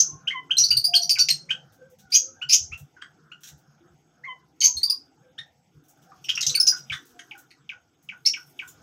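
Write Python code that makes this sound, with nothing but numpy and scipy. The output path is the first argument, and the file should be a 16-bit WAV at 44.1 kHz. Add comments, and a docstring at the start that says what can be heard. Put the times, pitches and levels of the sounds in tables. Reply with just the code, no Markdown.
"""Small finches at a clay bowl of seed in a walled yard, close to one microphone, over a faint town hum.
A scratchy note opens; doves coo far off, wings thump the air, then come rising chips, a soft mew and a run
of clear song, each finch note voiced by the syrinx and ringing off the walls. Husks and feathers rustle,
and two screeches follow after 2 s. Song returns near 4.6 s and, with more scratches, after 6 s; falling
chips, clucks, a last screech and a fine patter of feet close the scene."""
import sys
import numpy as np
from scipy import signal
from scipy.fft import rfft, irfft, next_fast_len
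from scipy.io import wavfile

SR = 44100
rng = np.random.default_rng(int(sys.argv[2]) if len(sys.argv) > 2 else 0)


def dump_mix(stems):
    """Bounce the given channels to the path in sys.argv[1] as a 16-bit WAV at rate SR."""
    frames = np.atleast_2d(stems).T  # one column per channel
    limited = np.clip(frames, -1, 1)  # hard clip at full scale
    pcm = np.round(limited * 32767).astype(np.int16)
    wavfile.write(sys.argv[1], SR, pcm)


N = 388962


def amp(db):
    return 10 ** (np.asarray(db) / 20)


def unit_rms(x):
    return x / np.sqrt(np.mean(x ** 2) + 1e-20)


def at_hz(points, hz):
    """A table read on a log-frequency axis."""
    freqs, values = np.transpose(points)
    return np.interp(np.log(np.maximum(hz, 1)), np.log(freqs), values)


def fader(times, db):
    """Gain riding through timed levels."""
    return amp(np.interp(np.arange(N) / SR, times, db))


def butter(x, order, hz, kind="band"):
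    return signal.sosfilt(signal.butter(order, hz, kind, fs=SR, output="sos"), x)


def add(out, s, sound):
    """Mixes a sound in at s seconds."""
    i = max(round(s * SR), 0)
    out[i:i + len(sound)] += sound[:N - i]


def slow(rate_hz):
    """Smooth random drift; rms 1."""
    r = np.exp(-2 * np.pi * rate_hz / SR)
    return unit_rms(signal.lfilter([1], [1, -2 * r, r * r], rng.standard_normal(N + SR))[SR:])


def coloured(spectrum):
    """Noise with the given spectrum; rms 1."""
    hz = np.arange(N // 2 + 1) * SR / N
    return unit_rms(irfft(rfft(rng.standard_normal(N)) * amp(at_hz(spectrum, hz)), N))


def patchy(spectrum, swing_db, rate_hz):
    """Coloured noise whose octave bands swell partly together, partly alone; rms 1."""
    noise, out, together = coloured(spectrum), 0, slow(3)
    for low in 30 * 2. ** np.arange(9):
        out += butter(noise, 2, [low, 2 * low]) * amp(swing_db * (.28 * together + slow(rate_hz)))
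    return unit_rms(out)


def swell(length, rise, fall):
    """Envelope with a rise and a fall, in shares of its length."""
    u = np.linspace(0, 1, max(int(length * SR), 8))
    return np.sin(np.pi / 2 * np.clip(np.minimum(u / rise, (1 - u) / fall), 0, 1)) ** 2


# Far flock: f/Hz, width/Hz, relative level/dB
FLOCK_BANDS = [(5300, 500, -9.5), (6530, 320, -5), (7700, 350, -11)]

def flock():
    """Birds too far off to tell apart: narrow bands of noise that come and go."""
    out = 0
    for hz, width, db in FLOCK_BANDS:
        band = butter(rng.standard_normal(N), 2, [hz - width / 2, hz + width / 2])
        out += amp(db + 4 * slow(6)) * unit_rms(band)
    return out


# Spectra of the town and of far birds and leaves: f/Hz, relative density/dB
TOWN_SPECTRUM = [(15, -72.5), (32, -35), (65, -14), (92, -12.5), (140, 2.5), (193, -9.5), (245, -5.5),
                 (338, -10), (413, -15), (494, -7.5), (547, -22), (784, -12.5), (1170, -22.5),
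                 (1420, -15.5), (2050, -27.5), (3000, -38), (3900, -72.5), (6600, -120)]
TWITTER_SPECTRUM = [(1180, -29), (2000, -3), (2220, -2.5), (2570, -7), (3610, 3), (4200, -5), (5540, -1.5),
                    (6530, -5), (8480, -16.5), (14900, -32), (16000, -41.5)]
# Background at the microphone: t/s, town level/dB, twitter level/dB
DISTANT_LEVELS = [(0.0, -58, -75.5), (2.13, -62.5, -76.5), (5.85, -64.5, -78.5), (6.53, -54.5, -63.5),
                  (7.91, -67.5, -79), (8.82, -57, -66)]

def town_and_twitter():
    """Beyond the walls, the low hum of the town and a hiss of birds and leaves."""
    s, town_db, twitter_db = np.transpose(DISTANT_LEVELS)
    town = patchy(TOWN_SPECTRUM, swing_db=2.4, rate_hz=6)
    twitter = patchy(TWITTER_SPECTRUM, swing_db=1.7, rate_hz=15) + flock()
    return fader(s, town_db) * town + fader(s, twitter_db) * twitter


# Breath under a finch's rasp: f/Hz, relative density/dB
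BREATH_SPECTRUM = [(710, -63), (1200, -33.5), (1810, -25), (2430, -9), (3620, -15.5), (5070, 4), (6580, 1),
                   (8260, -20.5), (9720, -15.5), (14700, -25), (16000, -42)]
RASP_HZ, SKIP_HZ = 600, 250   # bandwidths of the flutter and of the half-pitch break-up

def finches(notes):
    """Close by, notes hook onto their pitch; an uneven syrinx adds half-pitch partials and rasp."""
    out, breath = np.zeros(N + SR), coloured(BREATH_SPECTRUM)
    wobble, flutter = map(unit_rms, butter(rng.standard_normal((2, N)), 4, RASP_HZ, "low"))
    uneven = slow(SKIP_HZ)
    for s, length, start_hz, end_hz, db, hook, octave_db, half_db, rasp_db in notes:
        climb = np.clip(np.log2(end_hz / start_hz), 0, 1)
        shape = swell(length, rise=.12 + .66 * climb, fall=.14)
        i, n, rasp = round(s * SR), len(shape), amp(rasp_db)
        span = slice(i, i + n)
        hz = end_hz * (start_hz / end_hz) ** (np.linspace(1, 0, n) ** hook)   # hook 1 glides evenly
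        shape *= np.minimum(hz / end_hz, 1)   # a rising note gains level with its pitch
        phase = 2 * np.pi * np.cumsum(hz * (1 + .04 * rasp * wobble[span])) / SR
        settled = np.minimum(hz / end_hz, end_hz / hz) ** 4   # partials open near the final pitch
        overtones = np.sin(2 * phase) + amp(-10.5) * np.sin(3 * phase) * (end_hz < SR / 7)
        halves = np.sin(phase / 2) + .16 * np.sin(1.5 * phase) + .12 * np.sin(2.5 * phase)
        skipping = min(rasp, 1)   # rasp breaks up the pattern of strong and weak cycles
        halves *= 1 - skipping + skipping * uneven[span]
        tone = np.sin(phase) + settled * (amp(octave_db) * overtones + amp(half_db) * halves)
        voiced = np.sqrt(2) * tone * (1 + rasp * np.tanh(flutter[span])) / np.sqrt(1 + rasp ** 2)
        hiss = rasp * amp(-10) * (end_hz / 5000) ** .51 * breath[span]   # beak nearly shut on low notes
        beak_hz = .48 * min(start_hz, end_hz)   # little radiates below this
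        add(out, s, butter(amp(db) * shape * (voiced + hiss), 8, beak_hz, "high"))
    return out[:N]


# Scratchy notes: t/s, length/s, start f/Hz, end f/Hz, level/dB, half-pitch/dB, rasp/dB
SCRATCH_NOTES = [(0.0, .015, 6306, 6100, -11, -35, -3.5), (0.581, 0.028, 5964, 5590, -11.5, -27.5, -3),
                 (0.686, 0.01, 5340, 4830, -27.5, -22.5, -3), (0.939, .008, 5820, 5260, -24, -4.5, -4.5),
                 (1.018, .015, 5787, 5830, -24.5, -38, -10.5), (1.093, 0.0082, 5594, 5360, -13.5, -6.5, 4),
                 (1.184, .016, 4792, 5390, -19, -7, 7), (1.193, .008, 5580, 5780, -13.5, -18.5, -12.5),
                 (1.285, .009, 4610, 5050, -16, -0.5, 6), (1.292, .0065, 5210, 5700, -18.5, -19.5, -13.5),
                 (4.604, 0.025, 6420, 6410, -20, -33, -6.5), (4.808, 0.016, 4000, 3760, -52, -2, -7),
                 (6.24, 0.025, 5723, 5510, -43.5, 4.5, -3.5), (6.352, 0.0092, 5470, 5810, -25, -7, -3.5),
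                 (6.408, 0.011, 5942, 5970, -24, -15, 9.5), (6.424, 0.012, 3720, 3850, -21, -18.5, 0),
                 (6.465, 0.011, 6180, 6300, -15.5, -7.5, 4.5), (6.495, .014, 4110, 3880, -24.5, -36, -0.5),
                 (6.666, 0.016, 6060, 5690, -14, -22.5, 2), (6.95, 0.012, 5840, 6000, -48, -30, -12.5),
                 (7.19, 0.0148, 3294, 3010, -45, 8, 1.5), (7.505, 0.0143, 4430, 3900, -53, 5.5, 0),
                 (8.676, 0.018, 7406, 6720, -47.5, -14, -16.5)]

def scratches(hook=.77):
    """Rough finch notes between the clear ones; the lower ones carry more octave."""
    for s, length, start_hz, end_hz, db, half_db, rasp_db in SCRATCH_NOTES:
        octave_db = -22.5 - 10.5 * (end_hz / 1000 - 5)
        yield s, length, start_hz, end_hz, db, hook, octave_db, half_db, rasp_db


# Far coos and hoots: t/s, length/s, f/Hz, level/dB
DOVE_CALLS = [(0.064, 0.12, 1060, -56.5), (0.847, 0.26, 705, -43), (1.428, 0.062, 543, -60),
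              (1.538, 0.026, 527, -58.5), (1.78, 0.066, 522, -55), (1.906, 0.041, 514, -54),
              (1.753, 0.17, 1569, -66.5), (2.002, .083, 749, -61.5), (2.006, 0.12, 1447, -60),
              (2.27, 0.063, 1300, -57.5), (2.332, 0.077, 1535, -61), (2.194, 0.087, 531, -51.5),
              (3.8, .078, 345.3, -53.5), (4.601, 0.12, 984, -51.5), (4.85, 0.099, 1083, -55),
              (5.164, .067, 812, -65.5), (5.21, .11, 519, -62), (5.203, .12, 1620, -72),
              (6.028, .18, 761, -60), (6.609, 0.16, 1590, -57), (6.48, .091, 487, -59),
              (7.121, 0.14, 713, -58.5), (7.3, 0.095, 816, -53.5)]

def doves(sag=.007):
    """Doves a long way off: soft sines that waver and sag slightly in pitch."""
    out, waver, drift = np.zeros(N), amp(3 * slow(40)), slow(50)
    for s, length, pitch_hz, db in DOVE_CALLS:
        shape, i = swell(length, rise=.3, fall=.4), round(s * SR)
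        hz = pitch_hz * np.linspace(1 + sag, 1 - sag, len(shape)) * (1 + .025 * drift[i:i + len(shape)])
        add(out, s, amp(db) * shape * np.sin(2 * np.pi * np.cumsum(hz) / SR))
    return out * waver


# Close wing beats: t/s, level/dB, f/Hz
WING_BEATS = [(0.121, -42, 146), (0.595, -42.5, 141), (0.693, -40.5, 115), (0.753, -37, 126),
              (1.138, -52, 134), (1.305, -42, 151), (2.041, -58, 151), (2.451, -48.5, 141),
              (2.606, -40, 82.6), (2.7, -38, 82), (2.806, -40.5, 142), (3.516, -48, 144), (3.904, -55, 151),
              (4.747, -43, 75.5), (5.387, -57, 143), (5.753, -48.5, 151), (6.468, -37.5, 146.4),
              (6.905, -39.5, 139.4)]

def wings():
    """Each beat is a few low cycles of air pressure with a puff of draught on the microphone."""
    out, shape = np.zeros(N), swell(.094, rise=.4, fall=1)
    draught = unit_rms(butter(rng.standard_normal(N), 2, [60, 120]))
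    for s, db, hz in WING_BEATS:
        i = round(s * SR)
        push = np.sin(2 * np.pi * hz * np.arange(len(shape)) / SR)
        add(out, s - .01, amp(db) * shape * (push + .44 * draught[i:i + len(shape)]))
    return out


# Rising chips: t/s, length/s, top f/Hz, level/dB, half-pitch/dB, rasp/dB
RISING_NOTES = [(0.27, 0.019, 3166, -19.5, -22, -18.5), (0.301, .018, 2141, -28, -31, -11.5),
                (0.494, 0.0098, 1453, -44.5, -40, -6), (0.504, .018, 3180, -15.5, -26, -26.5),
                (0.708, 0.019, 2955, -24, -19, -9.5), (0.933, 0.018, 3250, -14, -24, -11),
                (1.486, .025, 2524, -31.5, -39, -6.5), (1.502, 0.015, 3165, -18, -11.5, -13.5),
                (2.412, 0.021, 2974, -28, -9.5, -15.5), (2.712, 0.037, 2740, -34, -13.5, -10),
                (3.013, 0.016, 3270, -41, 4.5, -4.5), (3.314, 0.01275, 2910, -39.5, -2.5, -18.5),
                (4.233, .026, 2160, -35, -26.5, -17), (5.377, 0.022, 3715, -34, -0.5, -10),
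                (6.283, 0.024, 3217, -17.5, -27.5, -1.5), (6.372, 0.012, 2810, -21, -12, -5.5),
                (6.911, 0.033, 3530, -29, 2, -3)]

def rising_chips(hook=3.5, octave_db=-28.5):
    """Finch notes that flick up by about a fifth."""
    for s, length, hz, db, half_db, rasp_db in RISING_NOTES:
        yield s, length, .66 * hz, hz, db, hook, octave_db, half_db, rasp_db


# Course of one mew: t/s from its start, f/Hz, level/dB of partials 1, 2 and 3
MEW_CONTOUR = [(0, 1195, -10, -31.5, -46), (.035, 1022, -1, -1.5, -6), (.07, 1012, -11, -8.5, -14.5),
               (.097, 992, -23, -23, -36.5)]
# Mews in the yard: t/s, level/dB
MEW_CALLS = [(.325, -34.5), (4.256, -38.5)]

def mews():
    """A soft falling call, a clean stack of three partials."""
    out = np.zeros(N)
    s, hz, *levels = np.transpose(MEW_CONTOUR)
    t = np.arange(0, s[-1], 1 / SR)
    phase = 2 * np.pi * np.cumsum(np.interp(t, s, hz)) / SR
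    stack = sum(amp(np.interp(t, s, db)) * np.sin(k * phase) for k, db in enumerate(levels, 1))
    shape = swell(len(t) / SR + 1e-6, rise=.26, fall=.1)
    for start, db in MEW_CALLS:
        add(out, start, amp(db) * np.sqrt(2) * stack * shape)
    return out


# Clear song: t/s, length/s, start f/Hz, end f/Hz, level/dB, octave/dB
SONG_NOTES = [(0.567, .019, 3915, 4290, -18.5, -12), (0.635, .014, 3907, 4740, -13, -17),
              (0.705, 0.016, 4787, 4650, -11.5, -18), (0.767, .013, 4180, 4706, -12.5, -8),
              (0.84, .021, 4515, 4910, -14.5, -8.5), (0.949, 0.026, 5160, 4327, -12, -14),
              (1.032, .005, 4570, 4700, -19, -12), (1.1, .022, 5100, 4576, -14, -11),
              (1.198, 0.023, 4430, 4634, -13, -17), (1.302, .014, 4232, 4263, -14.5, -10),
              (4.616, .008, 3153, 3070, -23, -19), (4.767, 0.0216, 4224, 4300, -26, -13),
              (4.83, .015, 4412, 4792, -13.5, -13.5), (4.883, 0.0168, 3670, 3496, -45, -28.5),
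              (4.898, 0.012, 5220, 4760, -14.5, -10.5), (6.118, 0.008, 1355, 1160, -46.5, -19.5),
              (6.551, 0.014, 4516, 4464, -14.5, -8.5), (6.599, 0.019, 5380, 5130, -10.5, -13.5),
              (6.674, .024, 5300, 4977, -12.5, -16.5)]

def song(half_db=-48.5, rasp_db=-13.5):
    """Nearly pure finch notes; the falling ones hook more sharply."""
    for s, length, start_hz, end_hz, db, octave_db in SONG_NOTES:
        hook = 1.6 if end_hz > start_hz else 3
        yield s, length, start_hz, end_hz, db, hook, octave_db, half_db, rasp_db


# Falling chips: t/s, start f/Hz, level/dB
FALLING_NOTES = [(1.155, 3000, -30), (6.544, 3370, -28.5), (6.898, 3600, -27.5), (7.31, 3584, -36.5),
                 (7.691, 3750, -31.5), (8.088, 3590, -32.5), (8.336, 3660, -28), (8.59, 3760, -30)]

def falling_chips(length=.014, end_hz=2280, hook=3.5, octave_db=-33.5, half_db=-41.5, rasp_db=-13):
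    """Finch notes that drop quickly onto one pitch."""
    for s, hz, db in FALLING_NOTES:
        yield s, length, hz, end_hz, db, hook, octave_db, half_db, rasp_db


# Clucks: t/s, level/dB
CLUCK_NOTES = [(1.172, -39), (2.965, -50.5), (6.569, -43), (6.722, -37), (7.35, -50), (7.717, -46),
               (8.121, -45.5), (8.367, -44), (8.62, -43)]

def clucks(length=.022, glide_hz=(1600, 1417), hook=1.4, octave_db=-27, half_db=-26, rasp_db=-8.5):
    """Low finch notes, most of them closing a falling chip."""
    for s, db in CLUCK_NOTES:
        yield s, length, *glide_hz, db, hook, octave_db, half_db, rasp_db


# Husks and feathers: f/Hz, relative density/dB
HUSK_SPECTRUM = [(880, -50), (1500, -4), (2100, -14.5), (3450, -1), (4730, -9.5), (5770, 3), (8320, -7),
                 (14900, -17), (16000, -10)]
# Rustles at the bowl: t/s, level/dB, share of bright crackle (0-1)
HUSK_BURSTS = [(1.723, -55, 0.66), (1.9, -59, 0.85), (1.986, -51.5, 0.46), (2.103, -53.5, 0.1),
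               (2.775, -44, 0.71), (3.406, -53.5, .66), (3.434, -42.5, 0.19), (3.471, -41.5, 0.32),
               (3.574, -61, 0.72), (5.838, -61, 0.58), (5.883, -50.5, 0.92), (6.018, -59, 0.5),
               (6.763, -47.5, 0.2), (6.944, -50, 0.24), (7.052, -50.5, 0.74), (7.092, -55.5, 0.52),
               (7.187, -68, .5), (7.377, -45.5, 0.76), (8.026, -57.5, .8), (8.675, -41, .75)]

def rustles():
    """Seed husks and feathers stir in short bursts of grainy noise."""
    out, shape = np.zeros(N), swell(.047, rise=.013, fall=.75)
    grain = coloured(HUSK_SPECTRUM) * amp(2 * slow(400))
    crackle = unit_rms(np.diff(grain, n=2, prepend=[0, 0]))
    for s, db, bright in HUSK_BURSTS:
        span = round(s * SR) + np.arange(len(shape))
        add(out, s, amp(db) * shape * ((1 - bright) * grain[span] + bright * crackle[span]))
    return out


# Screeches: t/s, sweep length/s, lead f/Hz, lead level/dB, sweep delay/s, sweep start f/Hz,
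# sweep end f/Hz, sweep level/dB, sweep half-pitch/dB, rasp/dB
SCREECH_NOTES = [(2.117, .032, 4625, -20, 0.019, 5160, 6520, -10.5, -15, -4.5),
                 (2.487, .034, 4828, -18, 0.031, 4820, 6523, -10, -14.5, 0),
                 (4.603, 0.02973, 4342, -21.5, 0.032, 5850, 6444, -10.5, -26.5, -4),
                 (8.25, .022, 4210, -25, 0.0084, 5083, 5510, -11, -25.5, -6.5)]
LEAD_VOICE, SWEEP_VOICE = (2, -17, -12), (2.1, -24)   # hook, octave/dB; for the lead, half-pitch/dB

def screeches():
    """A finch's lead-in note sounds on under an upward sweep."""
    for s, length, lead_hz, lead_db, delay, start_hz, end_hz, db, half_db, rasp_db in SCREECH_NOTES:
        yield s, delay + length, lead_hz, 1.07 * lead_hz, lead_db, *LEAD_VOICE, rasp_db
        yield s + delay, length, start_hz, end_hz, db, *SWEEP_VOICE, half_db, rasp_db


# Fine patter: t/s, level/dB
PATTER_LEVELS = [(0, -88.5), (5.7, -88.5), (6.7, -69.5), (7.3, -75), (7.599, -91.5), (8.0, -87.5),
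                 (8.45, -65.5), (8.82, -77.5)]

def patter():
    """Feet, husks and down make a thin treble crackle, barely there until about 6 s."""
    treble = butter(rng.standard_normal(N), 4, [7500, 15500])
    flicker = amp(3.5 * slow(20) + 2.5 * slow(300))
    return fader(*np.transpose(PATTER_LEVELS)) * unit_rms(treble * flicker)


# Echoes off the nearest walls: delay t/s, level/dB
WALL_ECHOES = [(0.011, -6.5), (0.0214, -11), (0.036, -22.5), (0.041, -22.5)]
# Ring of the yard: f/Hz, time to fall 60 dB t/s
YARD_DECAY = [(500, 0.38), (1500, 0.28), (2400, 0.15), (3400, 0.19), (5000, 0.22), (7000, .28),
              (9000, 0.14), (15000, 0.15)]

def yard(x, tail_db=-5.5):
    """Rough walls return short smeared echoes, then a diffuse tail that dies band by band."""
    t = np.arange(int(.6 * SR)) / SR
    white, response = rng.standard_normal(len(t)), 0
    for low in 250 * 2 ** np.arange(0, 6.2, .5):
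        band = butter(white, 4, [low, min(low * np.sqrt(2), .45 * SR)])
        response += band * amp(-60 * t / at_hz(YARD_DECAY, low * 2 ** .25))
    response *= np.clip(t / .005, 0, 1)   # the scatter builds up
    response *= amp(tail_db) / np.linalg.norm(response)
    response[0] = 1   # direct sound
    for delay, db in WALL_ECHOES:
        smear = rng.standard_normal(260) * np.exp(-np.arange(260) / 80)   # rough plaster
        add(response, delay, amp(db) * smear / np.linalg.norm(smear))
    return signal.fftconvolve(x, response / np.linalg.norm(response))[:N]


def scene():
    """Calls and rustles ring in the yard; wings, patter and background reach the microphone dry."""
    background = town_and_twitter()
    notes = [*scratches(), *rising_chips(), *song(), *falling_chips(), *clucks(), *screeches()]
    ringing = yard(finches(notes) + mews() + rustles() + doves())
    return (background + ringing + wings() + patter())[None]


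# Microphone colour: f/Hz, gain/dB
MIC_RESPONSE = [(1000, 1.5), (4000, 1), (5500, -0.4), (6500, 0), (7200, -2.5), (8000, 0), (9500, -4),
                (11000, -0.5), (13000, 1.5), (15500, 2)]

def record(dry, ceiling=2, cutoff_hz=16500):
    """One microphone: the capsule colours the treble, peaks are rounded, the top is cut."""
    size = next_fast_len(N)
    response = amp(at_hz(MIC_RESPONSE, np.arange(size // 2 + 1) * SR / size))
    capsule = irfft(rfft(dry, size) * response, size)[:, :N]
    rounded = ceiling * np.tanh(capsule / ceiling)
    return signal.sosfilt(signal.cheby2(14, 70, cutoff_hz, fs=SR, output="sos"), rounded)


dry = scene()
out = record(dry)
dump_mix(out)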